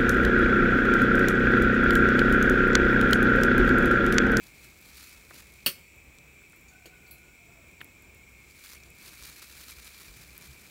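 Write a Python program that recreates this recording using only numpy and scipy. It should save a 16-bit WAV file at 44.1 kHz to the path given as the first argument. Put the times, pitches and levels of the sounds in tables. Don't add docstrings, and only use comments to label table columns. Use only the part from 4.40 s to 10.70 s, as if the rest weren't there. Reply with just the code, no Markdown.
import sys
import numpy as np
from scipy import signal
from scipy.fft import rfft, irfft
from scipy.io import wavfile

SR = 44100
rng = np.random.default_rng(int(sys.argv[2]) if len(sys.argv) > 2 else 0)


def wav_out(sig):
    wavfile.write(sys.argv[1], SR, np.round(np.clip(np.atleast_2d(sig).T, -1, 1) * 32767).astype(np.int16))


N = 277830
TIME = np.arange(N) / SR

# (f/Hz, relative level per Hz/dB)
BAG_SPECTRUM = [(90, -8), (280, 1.5), (700, -13), (1300, 0), (2000, 1), (3000, -1.5), (4200, 3),
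                (5500, -0.5), (8000, -1.5), (9700, -1), (10800, -4.5), (13000, 0), (16000, -4.5)]
# (t/s, level before the effort gain/dB)
BAG_BOUTS = [
    [(0, -62), (.36, -61.5), (.63, -53.5), (.86, -61), (1.23, -63)],
    [(3.9, -74), (4.24, -56), (4.53, -67.5), (4.62, -52.5), (5.69, -53.5), (5.88, -57.5), (6.3, -57.5)],
]
# (t/s, hold/s, level before the effort gain/dB)
BAG_CRUNCHES = [(.02, 0.055, -59.5), (.227, .03, -57), (.569, 0.06, -52.5), (.94, .06, -54.5),
                (4.24, 0.11, -53), (4.666, 0.016, -56), (4.857, 0.031, -49.5), (5.028, .012, -50),
                (5.196, .043, -51), (5.292, 0.022, -50), (5.58, 0.043, -52.5), (5.818, 0.023, -56),
                (6.013, 0.045, -56.5)]
# (f/Hz, relative level/dB, t60 before the blow's factor/s)
FLASK_MODES = [(561, -11, .16), (1775, -16, .17), (2568, -7, .1), (2680, -9, .09), (2862, 0, .1),
               (3110, -7, .12), (3195, -6, .13), (4091, -27, .35), (4230, -8, .12), (4424, -5, .09),
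               (4480, 0, .12), (5039, -23, .36), (5488, -17, .2), (5990, -22, .3), (6720, -19, .17),
               (7381, -22, .14), (8060, -19, .29), (8760, -12, .14), (9210, -16, .24), (9286, -12, .13),
               (9565, -14, .13), (11610, -10, .11), (11920, -10, .1), (12180, -9, .09), (12866, -10, .11),
               (14342, -10, .1), (15278, -12, .1)]
# (f/Hz, relative level per Hz/dB)
FLASK_CROWD = [(110, -6), (160, 2.5), (440, 0), (700, -25), (1200, -2), (2100, 0), (2850, 4), (3600, -1.5),
               (4500, -1), (5900, -3), (7100, -8.5), (9100, 2.5), (10100, -5), (11800, 3.5), (15500, 4.5)]
# (t/s, level/dB, tilt/dB per octave, factor on ring time)
FLASK_BLOWS = [(1.2617, -20, -0.5, 0.85), (1.265, -24.5, -2, 0.45), (2.457, -48.5, -2, 0.6)]
# (f/Hz, relative level/dB, t60 before the touch's factor/s)
CAP_MODES = [(4070, -6.5, .48), (4250, -7.5, .3), (4540, -2, .2), (6700, -5, .16), (7050, -8, .14),
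             (10480, -11, .3), (11010, -10, .45), (11480, 1, .15), (11900, -3, .08), (12480, -3, .18),
             (13360, -9, .33), (14300, -5, .16), (15640, 1, .12)]
# (t/s, level/dB, f that the contact favours/Hz, factor on ring time)
CAP_TOUCHES = [(2.161, -54, 13000, 0.22), (2.209, -54, 12500, .15), (2.283, -57, 6800, 0.93),
               (2.459, -55, 6500, 0.76), (2.459, -61, 5000, 0.86), (2.662, -63, 5000, 1),
               (2.675, -61, 13500, 0.68), (2.709, -59.5, 4260, 1), (2.7097, -46.5, 13100, 1),
               (3.4135, -50, 11500, .25)]
# (t/s, level/dB, centre f/Hz,
# t60/s)
WOOD_KNOCKS = [(0.9092, -39, 1640, 0.015), (.9115, -40, 1550, 0.019), (2.018, -59, 1200, .05),
               (2.131, -54, 1820, 0.044), (2.457, -50, 420, 0.12), (3.406, -42.5, 2700, 0.037),
               (3.4134, -39, 2700, 0.019), (3.4141, -35.5, 1950, 0.019)]
# (t/s, level before the pulse and rattle weights/dB, centre f/Hz)
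LOUD_SNAPS = [(.4135, -46, 13000), (0.571, -43, 12000), (.9448, -46, 12000), (1.122, -46, 12000),
              (1.562, -48, 14000), (1.7857, -42.5, 6100), (2.783, -47, 9000), (3.4446, -35, 13000),
              (4.239, -44, 4930), (4.4352, -43, 6000), (4.5037, -45.5, 11000), (4.8353, -37, 6000),
              (5.309, -37, 10000), (5.446, -44, 10000), (5.979, -36.5, 12300)]
# (t/s, level/dB, f/Hz)
WEIGHT_THUDS = [(4.801, -50.5, 56), (5.361, -47.5, 60.7), (5.681, -48, 49), (5.76, -54.5, 104),
                (6.078, -46.5, 71), (6.078, -51.5, 133)]
# (t/s, length/s, starting f/Hz, sag/Hz per s,
# starting level before scatter/dB, swell/dB per s, octave level re fundamental/dB)
CALL_NOTES = [(2.3, 0.71, 746, 32, -69, -16, 5.5), (2.95, 0.33, 705, 150, -76, 32, -6)]
# (f/Hz, level at the peak/dB, waver/Hz, swell/dB, peak t/s, bell width/s)
INSECT_SINGERS = [(1970, -73.5, 1.4, 3, 1.5, 0.68), (2178, -61.5, 3.5, 2, 3.8, 1.05),
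                  (2184, -62, 5.4, 2, 0.35, 1.4), (2262, -69.5, 3.1, 0.5, 4.1, 2.1),
                  (2373, -63.5, 5.6, 3.5, 8.1, 5.6), (2568, -67.5, 4.6, 4, 1.8, 4.1)]
# (centre f/Hz, half width/Hz, level/dB)
INSECT_CHORUSES = [(2150, 40, -70), (2323, 41, -65.5), (2353, 30, -66), (2496, 75, -69.5), (2532, 53, -70),
                   (2700, 22, -79.5), (2370, 296, -67), (7210, 350, -72), (7740, 230, -73.5),
                   (7950, 68, -82)]
# (f/Hz, relative level per Hz/dB)
INSECT_WASH = [(1500, -26), (1900, 1), (3300, 4), (4200, 1), (4900, -2.5), (5650, 3.5), (6300, -1.5),
               (8700, 0), (10400, -6.5), (11500, -1), (13800, -4.5), (15500, 3)]
# (f/Hz, relative level per Hz/dB)
MURMUR_SPECTRUM = [(24, -20), (38, -7), (55, -3), (72, -1.5), (95, -6.5), (160, -7), (250, -12),
                   (355, -11.5), (510, -16.5), (800, -21.5), (1600, -22), (1900, -23.5), (2500, -59),
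                   (4000, -100)]

LET_GO_S, CRUNCH_RISE_S, CRUNCH_FALL_S = 0.06, 0.012, 0.017
SNAP_T60_S = 0.008
NOTE_RISE_S, NOTE_FALL_S = 0.033, 0.08
WASH_DB, MURMUR_DB = -61.5, -59.5
EDGE_HZ = 15780


def amp(db):
    return 10 ** (np.asarray(db) / 20)


def unit(x):
    return x / np.sqrt(np.mean(x ** 2) + 1e-20)


def add(mix, s, sound):
    part = mix[max(round(s * SR), 0):][:len(sound)]
    part += sound[:len(part)]


def colour(x, points):
    hz = np.fft.rfftfreq(len(x), 1 / SR)
    f, db = np.transpose(points)
    gain = amp(np.interp(np.log(hz + 1), np.log(f + 1), db))
    gain *= np.minimum(hz / (f[0] + 1), 1) ** 2
    return irfft(rfft(x) * gain, len(x))


def band(hz, width_hz, size=N):
    f = np.fft.rfftfreq(size, 1 / SR)
    bell = np.exp(-.5 * ((f - hz) / width_hz) ** 2)
    return unit(irfft(rfft(rng.standard_normal(size)) * bell, size))


def fade(t, t60):
    return np.exp(-np.log(1000) * t / t60)


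def ring(modes, t, stretch, tilt_db=0):
    hz, db, t60 = np.transpose(modes)[:, :, None]
    size = amp(db + tilt_db * np.log2(hz / hz.mean()))
    waves = np.sin(2 * np.pi * (hz * t + rng.random(hz.shape)))
    ringing = (size * waves * fade(t, t60 * stretch)).sum(0)
    return ringing / np.sqrt((size ** 2).sum() / 2)


def bag(creases_per_s=3000, spread_db=3.0, clump_db=2, rub=0.57):
    sizes = amp(spread_db * np.minimum(rng.exponential(1, N), 5.5)) * rng.choice([-1, 1], N)
    creases = sizes * (rng.random(N) < creases_per_s / SR)
    t = TIME[:400]
    fold = rng.integers(0, 8, N)
    rattles = [unit(rng.standard_normal(len(t)) * fade(t, 0.003)) for _ in range(8)]
    crackle = np.zeros(N)
    for k, rattle in enumerate(rattles):
        crackle += signal.oaconvolve(creases * (fold == k), rattle)[:N]
    film = unit(crackle) + rub * rng.standard_normal(N)
    clumped = film * amp(clump_db * band(0, 67))
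    return bag_effort() * unit(colour(clumped, BAG_SPECTRUM))


def bag_effort(gain_db=1.4):
    parts = []
    for bout in BAG_BOUTS:
        s, db = np.transpose(bout)
        outside_s = abs(TIME - np.clip(TIME, s[0], s[-1]))
        parts.append(amp(np.interp(TIME, s, db)) * np.exp(-outside_s / LET_GO_S))
    for s, hold_s, db in BAG_CRUNCHES:
        before = np.maximum(s - TIME, 0)
        after = np.maximum(TIME - s - hold_s, 0)
        parts.append(amp(db) * np.exp(-before / CRUNCH_RISE_S - after / CRUNCH_FALL_S))
    return amp(gain_db) * np.linalg.norm(parts, axis=0)


def flask(crowd_db=0, crowd_t60=0.18):
    out, t = np.zeros(N), TIME[:SR // 2]
    onset = 1 - fade(t, 0.0014)
    for s, db, tilt_db, stretch in FLASK_BLOWS:
        tilted = [(hz, level + tilt_db * np.log2(hz)) for hz, level in FLASK_CROWD]
        crowd = unit(colour(rng.standard_normal(len(t)), tilted)) * fade(t, crowd_t60 * stretch)
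        clear = ring(FLASK_MODES, t, stretch, tilt_db)
        add(out, s, amp(db) * onset * (clear + amp(crowd_db) * crowd))
    return out


def cap(scrape_db=0, scrape_t60=0.067, focus_db=35):
    out, t = np.zeros(N), TIME[:SR // 2]
    onset = 1 - fade(t, 0.0056)
    for s, db, centre_hz, stretch in CAP_TOUCHES:
        modes = [(hz, level - focus_db * np.log2(hz / centre_hz) ** 2, t60)
                 for hz, level, t60 in CAP_MODES]
        scrape = band(centre_hz, 0.29 * centre_hz, size=len(t)) * fade(t, scrape_t60 * stretch)
        add(out, s, amp(db) * onset * (ring(modes, t, stretch) + amp(scrape_db) * scrape))
    return out


def sticks(width=0.37):
    out, t = np.zeros(N), TIME[:SR // 8]
    onset = 1 - fade(t, 0.00051)
    for s, db, hz, t60 in WOOD_KNOCKS:
        knock = band(hz, width * hz, size=len(t)) * fade(t, t60)
        add(out, s, amp(db) * knock * onset)
    return out


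def snaps(width_hz=2600, ticks_per_s=14, softest_tick_db=-67):
    out, t = np.zeros(N), TIME[:SR // 32]
    pulse_t = t - 1 / width_hz
    for s, db, hz in LOUD_SNAPS:
        pulse = np.exp(-.5 * (2 * np.pi * width_hz * pulse_t) ** 2) * np.cos(2 * np.pi * hz * pulse_t)
        rattle = band(hz, width_hz, size=len(t)) * fade(t, SNAP_T60_S)
        add(out, s, amp(db) * (2 * pulse + .6 * rattle))
    for when, size, pitch in rng.random((round(ticks_per_s * N / SR), 3)):
        tick = band(8000 + 6500 * pitch, 3000, size=len(t)) * fade(t, 0.0062)
        add(out, when * N / SR, amp(softest_tick_db + 20 * size ** 2) * tick)
    return out


def thuds(swell_s=0.011):
    out, t = np.zeros(N), TIME[:SR // 4]
    swell = (t / swell_s) ** 2 * np.exp(-t / swell_s)
    for s, db, hz in WEIGHT_THUDS:
        add(out, s, amp(db) * swell * 2 * np.sin(2 * np.pi * hz * t))
    return out


def forest(x, wet_db=-26):
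    t = TIME[:SR]
    echoes = rng.standard_normal(len(t)) * (rng.random(len(t)) < 3000 / SR)
    tail = echoes * fade(t, .55) * (1 - fade(t, .1))
    return x + amp(wet_db) * signal.fftconvolve(x, tail / np.linalg.norm(tail))[:N]


def far_call(scatter=1.0, waver=0.0067):
    out = np.zeros(N)
    for s, length, hz, sag_hz_per_s, db, swell_db_per_s, octave_db in CALL_NOTES:
        t = np.clip(TIME - s, 0, length)
        gate = np.minimum(t / NOTE_RISE_S, 1) * np.minimum((length - t) / NOTE_FALL_S, 1)
        pitch_hz = (hz - sag_hz_per_s * t) * (1 + waver * band(0, 24.0))
        turns = np.cumsum(pitch_hz) / SR
        for k, harmonic_db in enumerate((db, db + octave_db), 1):
            paths = 1 + scatter * (band(0, 37) + 1j * band(0, 40))
            smeared = (paths * np.exp(2j * np.pi * k * turns)).real
            out += gate * amp(harmonic_db + swell_db_per_s * t) * smeared
    return out


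def insects(throb_db=1.04):
    out = amp(WASH_DB) * unit(colour(rng.standard_normal(N), INSECT_WASH))
    for hz, db, waver_hz, swell_db, peak_s, span_s in INSECT_SINGERS:
        turns = np.cumsum(hz + waver_hz * band(0, 13.0)) / SR
        bout = np.exp(-.5 * ((TIME - peak_s) / span_s) ** 2)
        out += bout * amp(db + swell_db * band(0, 6.4)) * np.sin(2 * np.pi * turns)
    for hz, width_hz, db in INSECT_CHORUSES:
        out += amp(db + throb_db * band(0, 8.7)) * band(hz, width_hz)
    return out


def air(flutter_db=1.51, drone_hz=65, drone_db=-66):
    murmur = unit(colour(rng.standard_normal(N), MURMUR_SPECTRUM))
    fluttering = murmur * amp(flutter_db * band(0, 5.2))
    return amp(MURMUR_DB) * fluttering + amp(drone_db) * band(drone_hz, 4.4)


def scene():
    near = forest(bag() + flask() + cap() + sticks() + snaps() + thuds())
    return (near + air() + insects() + far_call())[None]


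def record(dry):
    lowpass = signal.firwin(401, EDGE_HZ, window=("kaiser", 8), fs=SR)
    return signal.oaconvolve(dry, lowpass[None], "same", axes=1)


dry = scene()
out = record(dry)
wav_out(out)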